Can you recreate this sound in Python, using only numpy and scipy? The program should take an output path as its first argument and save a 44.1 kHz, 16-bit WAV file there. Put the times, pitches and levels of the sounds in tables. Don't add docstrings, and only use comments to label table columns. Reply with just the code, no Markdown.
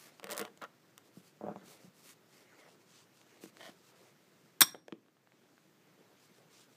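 import sys
import numpy as np
from scipy import signal
from scipy.io import wavfile
from scipy.ndimage import uniform_filter1d

SR = 44100
rng = np.random.default_rng(int(sys.argv[2]) if len(sys.argv) > 2 else 0)


def persist_wave(psi):
    counts = np.round(np.clip(psi, -1, 1) * 32767).astype(np.int16)
    wavfile.write(sys.argv[1], SR, np.atleast_2d(counts).T)


N = 298116
LIFT_S = 2.8


def amp(db):
    return 10 ** (np.asarray(db) / 20)


def unit_rms(x):
    return x / np.sqrt(np.mean(x ** 2) + 1e-20)


def curve_at(points, hz):
    f, value = np.transpose(points)
    return np.interp(np.log(hz + 1), np.log(f + 1), value)


def add(mix, s, sound):
    part = mix[round(s * SR):][:len(sound)]
    part += sound[:len(part)]


def equalise(x, eq, tilt=0, size=2048):
    hz = abs(np.fft.fftfreq(size, 1 / SR))
    log_gain = np.log(amp(curve_at(eq, hz) + tilt * np.log2(1 + hz / 1000)))
    response = np.exp(np.conj(signal.hilbert(log_gain)))
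    return signal.oaconvolve(x, np.fft.ifft(response).real[:size // 2])


def burst(decay_s, eq, tilt=0, size=4096):
    t = np.arange(size) / SR
    x = equalise(rng.choice([-1., 1.], size) * np.exp(-t / decay_s), eq, tilt)
    return x / np.linalg.norm(x) * np.sqrt(SR / 1000)


def ring(modes):
    t = np.arange(SR // 2) / SR
    return sum(amp(db - 60 * t / t60) * np.sin(2 * np.pi * (hz * t + (hz > 1000) * rng.random()))
               for hz, db, t60 in modes)


def noise(eq, patchy_db):
    hz = np.fft.rfftfreq(1024, 1 / SR)
    real, imag, patches = rng.standard_normal((3, len(hz), N // 256 + 5))
    patches = uniform_filter1d(patches, size=20, axis=0)
    patches = unit_rms(uniform_filter1d(patches, size=7, axis=1))
    bins = (real + 1j * imag) * amp(curve_at(eq, hz)[:, None] + patchy_db * patches)
    return unit_rms(signal.istft(bins, nperseg=1024, noverlap=768)[1][:N])


def swells(moves, peak, curve):
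    out = np.zeros(N)
    for start, length, db in moves:
        progress = (np.arange(max(start, 0), start + length, 1 / SR) - start) / length
        speed = abs(np.sin(np.pi * np.interp(progress, [0, peak, 1], [0, .5, 1])))
        add(out, max(start, 0), amp(db) * speed ** curve)
    return out


# (f/Hz, level/dB)
ROOM_TONE_EQ = [(30, -10), (80, -10), (120, 4), (200, 1), (260, -4), (335, 1.5), (450, -4), (780, -12),
                (1300, -10), (2600, -15.5), (6300, -20), (8000, -22), (10000, -26.5), (13000, -22.5)]

def room_tone(level_db=-68):
    return amp(level_db) * noise(ROOM_TONE_EQ, patchy_db=0)


# (f/Hz, t60/s)
REVERB_TIMES = [(150, 0.74), (1000, 0.32), (4000, .27), (9000, .24), (15000, .19)]

def reverb(x, build_s=0.0028):
    hz, t, bins = signal.stft(rng.standard_normal(SR // 2), SR, nperseg=256)
    decay = amp(-60 * t / curve_at(REVERB_TIMES, hz)[:, None])
    tail = signal.istft(bins * decay, SR, nperseg=256)[1]
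    tail *= 1 - np.exp(-(np.arange(len(tail)) / SR / build_s) ** 2)
    return signal.fftconvolve(x, tail / np.linalg.norm(tail))[:N]


def reflections(x, delay_s=.0074, bounce_db=-7, dull_hz=1300):
    dull = signal.sosfilt(signal.butter(2, dull_hz, fs=SR, output="sos"), x)
    out = np.zeros(N)
    for trip in (1, 2):
        add(out, trip * delay_s, (-amp(bounce_db)) ** trip * dull)
    return out


# (t/s, length/s, relative level/dB, fizz boost/dB)
STROKES = [(-.04, .15, -60.5, 3), (.11, .1, -70.5, -4), (1.03, .07, -71, 0), (1.13, .09, -66.5, 2),
           (1.21, .11, -67.5, 1), (1.63, .15, -59.5, 1), (1.76, .14, -67.5, 0), (1.93, .13, -66.5, 1),
           (2.03, .115, -58, 2), (2.27, .19, -66, -2), (2.575, .05, -67, 0), (2.66, .1, -69.5, -3),
           (2.78, .07, -72, -4), (2.85, .21, -63, -8), (3.12, .13, -68, -5), (3.25, .15, -71, -7),
           (3.405, .06, -57.5, 0), (3.45, .06, -64, -1), (3.53, .21, -65, -1), (3.73, .12, -71, -6),
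           (3.83, .1, -66.5, -2), (3.93, .2, -70, -2), (4.15, .45, -76, -4), (5.3, .48, -76, -6),
           (6.18, .11, -67.5, -3), (6.33, .08, -69, -3), (6.49, .18, -62.5, -4), (6.68, .11, -70, -3)]
# (f/Hz, level/dB)
SKIN_EQ = [(530, -40), (900, -4.5), (1260, -1), (1590, -9), (2720, -2.5), (3300, -4), (4710, -2),
           (5500, -3.5), (8200, -4.5), (10500, -9), (13600, -9), (15500, -14.5)]
# (t/s, length/s, level/dB)
REGRIPS = [(-.08, .25, -62.5), (1.5, .42, -65), (2.03, .13, -66.5), (2.24, .3, -67.5), (2.48, .3, -63.5),
           (3.18, .36, -67), (3.52, .25, -62.5), (3.84, .33, -67.5), (5.22, .36, -70.5), (5.82, .88, -69.3)]
# (f/Hz, level/dB)
CLOTH_EQ = [(60, -32), (130, -3), (330, 4), (600, -0.5), (1100, -8), (2100, -6.5), (3000, -14),
            (6500, -15.5), (10000, -24.5), (15000, -28.5)]

def hand(slide_db=-1, rest_db=-72.5, grain_db=1.5, fizz_hz=9000):
    catching = amp(grain_db * unit_rms(uniform_filter1d(rng.standard_normal(N), size=130)))
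    skin = noise(SKIN_EQ, patchy_db=1)
    slide = np.zeros(N)
    for band in ("low", "high"):
        layer = signal.sosfilt(signal.butter(5, fizz_hz, band, fs=SR, output="sos"), skin)
        moves = [(s, length, db + (band == "high") * boost) for s, length, db, boost in STROKES]
        slide += layer * swells(moves, peak=.56, curve=.75)
    grip_gain = np.hypot(swells(REGRIPS, peak=.55, curve=.8), amp(rest_db))
    rustle = grip_gain * noise(CLOTH_EQ, patchy_db=3)
    return catching * (amp(slide_db) * slide + rustle)


# (t/s, length/s, level/dB)
DRAGS = [(1.41, .135, -46.5), (1.53, .14, -58.5)]
# (f/Hz, level/dB)
MAT_EQ = [(110, -6), (200, 8), (300, -2), (700, -2.5), (1000, -12), (1500, -10.5), (2000, -28), (4000, -44),
          (15000, -55)]

def mat_drags():
    return swells(DRAGS, peak=.6, curve=.7) * noise(MAT_EQ, patchy_db=3)


# (t/s, level/dB, f/Hz)
KNOCKS = [(.2428, -39, 553), (.293, -41, 520), (.3214, -38, 500), (.3335, -37, 500), (.395, -36, 500),
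          (.414, -31, 417), (.622, -47, 220), (1.1705, -40, 185), (1.4107, -33, 560), (1.4384, -27, 490),
          (1.4669, -30.5, 600), (1.4843, -26, 580), (1.513, -36, 480), (1.5594, -32.5, 680),
          (1.843, -46, 168), (1.875, -50, 130), (3.4374, -37, 330), (3.459, -45, 300), (3.691, -46, 277),
          (4.616, -22, 140), (4.7456, -27, 480), (4.7535, -29, 500), (4.761, -36, 500), (4.8828, -34, 480),
          (4.9246, -24, 300), (4.949, -42, 340)]
# (f/Hz, relative level/dB, t60/s)
DESK_MODES = [(127, -25, 0.18), (199.8, -17, 0.15), (395, -22, 0.15), (512, -20, 0.12), (654, -26, 0.11)]

def body_knocks(rise_cycles=0.51):
    out, t = np.zeros(N), np.arange(SR // 2) / SR
    for s, db, hz in KNOCKS:
        rise = t * hz / rise_cycles
        blow = -(rise * np.exp(1 - rise)) ** 2 * np.sin(2 * np.pi * hz * t)
        add(out, s, amp(db) * (blow + (s < LIFT_S) * ring(DESK_MODES)))
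    return out


# (f/Hz, width/Hz, relative level/dB)
CREAK_BANDS = [(662, 130, 0), (1060, 80, -9), (1500, 70, -8), (1820, 190, -4), (3070, 220, -6)]

def shackle_creak(start_s=3.592, length_s=.112, level_db=-52.5, slips_per_s=700, spread_db=3):
    slips = (rng.random(N) < slips_per_s / SR) * amp(spread_db * rng.standard_normal(N))
    voice = sum(amp(db) * signal.lfilter(*signal.iirpeak(hz, hz / width, fs=SR), slips)
                for hz, width, db in CREAK_BANDS)
    return swells([(start_s, length_s, level_db)], peak=.5, curve=.4) * unit_rms(voice)


# (start t/s, end t/s, level/dB, tilt/(dB/octave), squeak f/Hz, squeak boost/dB)
SCRAPES = [(.218, .306, -57, -.5, 525, 14), (.287, .397, -48, -.5, 530, 12),
           (.391, .432, -43.5, -1, 453, 4), (.426, .486, -56, -.5, 1200, -4),
           (.613, .654, -46, -1, 1300, 8), (2.278, 2.725, -74.5, 0, 2100, 30),
           (2.575, 2.644, -68.5, -6, 2170, 15)]
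# (f/Hz, level/dB)
SCRAPE_EQ = [(120, -14), (300, -7), (560, 1), (700, 1), (840, -6), (1050, 0.5), (1450, 0), (1620, -7),
             (1870, -1), (2400, -13), (3100, -6), (4200, -19), (8000, -28), (15000, -28)]

def tool_scrapes(slips_per_s=2200, spread_db=3, squeak_q=9):
    out = np.zeros(N)
    slips = (rng.random(N) < slips_per_s / SR) * rng.choice([-1, 1], N)
    slips = slips * amp(spread_db * rng.standard_normal(N))
    for start, end, db, tilt, squeak_hz, squeak_db in SCRAPES:
        n = int((end - start) * SR)
        grit = slips[round(start * SR):][:n] * signal.windows.tukey(n, .22)
        rasp = equalise(grit, SCRAPE_EQ, tilt)
        squeak = signal.lfilter(*signal.iirpeak(squeak_hz, squeak_q, fs=SR), rasp)
        scrape = rasp + amp(squeak_db) * squeak
        add(out, start, amp(db) * scrape * np.sqrt(n / (np.sum(scrape ** 2) + 1e-20)))
    return out


# (t/s, level/dB, tilt/(dB/octave))
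TICKS = [(.1975, -43.5, -3), (.2313, -45, -8), (.2426, -34, -3.2), (.2703, -40.5, -4), (.2932, -39.5, -5),
         (.3027, -36.5, -1), (.3108, -31, 4), (.3173, -31.5, 1), (.321, -32.5, .5), (.3274, -32, 1),
         (.3328, -35, .5), (.3488, -42, -3), (.368, -35, 4), (.3783, -27, .7), (.385, -36, 1),
         (.394, -30, 0), (.3973, -33, 2), (.4003, -36, 3), (.4137, -35, 0), (.4515, -36.5, -6),
         (.5747, -51.5, -2.5), (.6206, -43, -4), (.6398, -47.5, -2.5), (.979, -42.5, 0), (3.004, -59, -3),
         (3.2148, -55, -5), (3.4374, -46, -1), (3.4584, -51, -3), (3.57, -47.5, -6), (4.8814, -44, -4)]
# (f/Hz, level/dB)
TICK_EQ = [(100, -16), (250, -5.5), (700, 2), (1500, 1), (1850, 1.5), (2500, -1.5), (3500, 0), (5200, -2),
           (8000, 0.5), (10500, -6.5), (13500, -7), (15500, -1)]
# (t/s, level/dB)
HANDLE_TAPS = [(1.56, -48), (3.608, -45), (4.748, -33.5), (4.882, -35), (4.9239, -32.5), (5.0617, -56),
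               (5.0837, -55), (5.168, -57.5), (5.273, -51.5), (5.3204, -51.5), (5.5796, -53.5)]
# (f/Hz, level/dB)
HANDLE_EQ = [(150, -10.5), (500, 0.5), (1000, -0.5), (1600, 1), (2600, -7.5), (3800, -13.5), (5500, -25),
             (9000, -36), (15000, -46)]

def tool_ticks(tick_decay_s=.0011, tap_decay_s=.0012):
    out = np.zeros(N)
    for s, db, tilt in TICKS:
        add(out, s, amp(db) * burst(tick_decay_s, TICK_EQ, tilt))
    for s, db in HANDLE_TAPS:
        add(out, s, amp(db) * burst(tap_decay_s, HANDLE_EQ))
    return out


# (t/s, level/dB, decay/s, tilt/(dB/octave))
LATCH_CRACKS = [(4.6072, -21.5, 0.0011, 1.5), (4.608, -2.5, .0013, .5), (4.6102, -2.5, .001, 1.5),
                (4.6131, -8, .002, 0.5), (4.616, 2, .004, -3)]
# (f/Hz, level/dB)
LATCH_EQ = [(80, -30), (150, -13), (400, -9), (800, -9), (1100, 2.5), (2000, -0.5), (4500, 0.5), (6100, -1),
            (7500, 4), (9500, -1), (11000, -4.5), (13300, 3.5), (15000, 4.5)]
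# (f/Hz, level/dB)
CLANG_EQ = [(130, -15), (800, -14), (1300, -1), (1600, -7), (2900, -13), (3520, 2.5), (4200, -9.5),
            (5350, -9), (5580, 8), (5850, -8.5), (6300, -17), (7800, -9), (8500, 0), (9500, -19.5),
            (10120, -2.5), (10800, -23.5), (12000, -14), (12480, -3), (13000, -10), (15000, -13.5)]
# (f/Hz, relative level/dB, t60/s)
SHACKLE_MODES = [(1090, -9, .025), (1340, -4.5, .035), (3495, -26, .16), (3560, -9, .035), (5565, 0, .04),
                 (5535, -23, .2), (5575, -23, .22), (5607, -22, .29), (5636, -23, .26), (8670, -21, .13),
                 (10090, -14, .05), (12420, -24.5, .13), (12790, -26, .14)]

def shackle_snap(stop_s=4.616, clang_db=3.5, clang_decay_s=.009, ring_db=-6.5):
    out = np.zeros(N)
    for s, db, decay_s, tilt in LATCH_CRACKS:
        add(out, s, amp(db) * burst(decay_s, LATCH_EQ, tilt))
    add(out, stop_s, amp(clang_db) * burst(clang_decay_s, CLANG_EQ))
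    add(out, stop_s, amp(ring_db) * ring(SHACKLE_MODES))
    return out


def scene(metal_send_db=-18, snap_send_db=-19.5, thud_send_db=-19):
    metal = tool_ticks() + tool_scrapes() + shackle_creak()
    thuds = body_knocks() + mat_drags()
    snap = shackle_snap()
    standing = np.arange(N) < LIFT_S * SR
    early = reflections(standing * metal + thuds)
    wet = reverb(amp(metal_send_db) * metal + amp(snap_send_db) * snap + amp(thud_send_db) * thuds)
    return (room_tone() + wet + early + hand() + thuds + metal + snap)[None]


def record(dry, threshold_db=-12, release_db_per_s=8.5, low_cut_hz=114, high_cut_hz=15420):
    x = signal.sosfilt(signal.butter(6, low_cut_hz, "high", fs=SR, output="sos"), dry[0])
    power_db = 10 * np.log10(abs(uniform_filter1d(x ** 2, size=150)) + 1e-12)
    release_db = release_db_per_s * np.arange(N) / SR
    held_db = np.maximum.accumulate(power_db + release_db) - release_db
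    reduction_db = np.maximum(held_db - threshold_db, 0)
    x = x / amp(uniform_filter1d(reduction_db, size=60))
    high_cut = signal.firwin(301, high_cut_hz, window=("kaiser", 8), fs=SR)
    return signal.oaconvolve(x, high_cut, "same")[None]


dry = scene()
out = record(dry)
persist_wave(out)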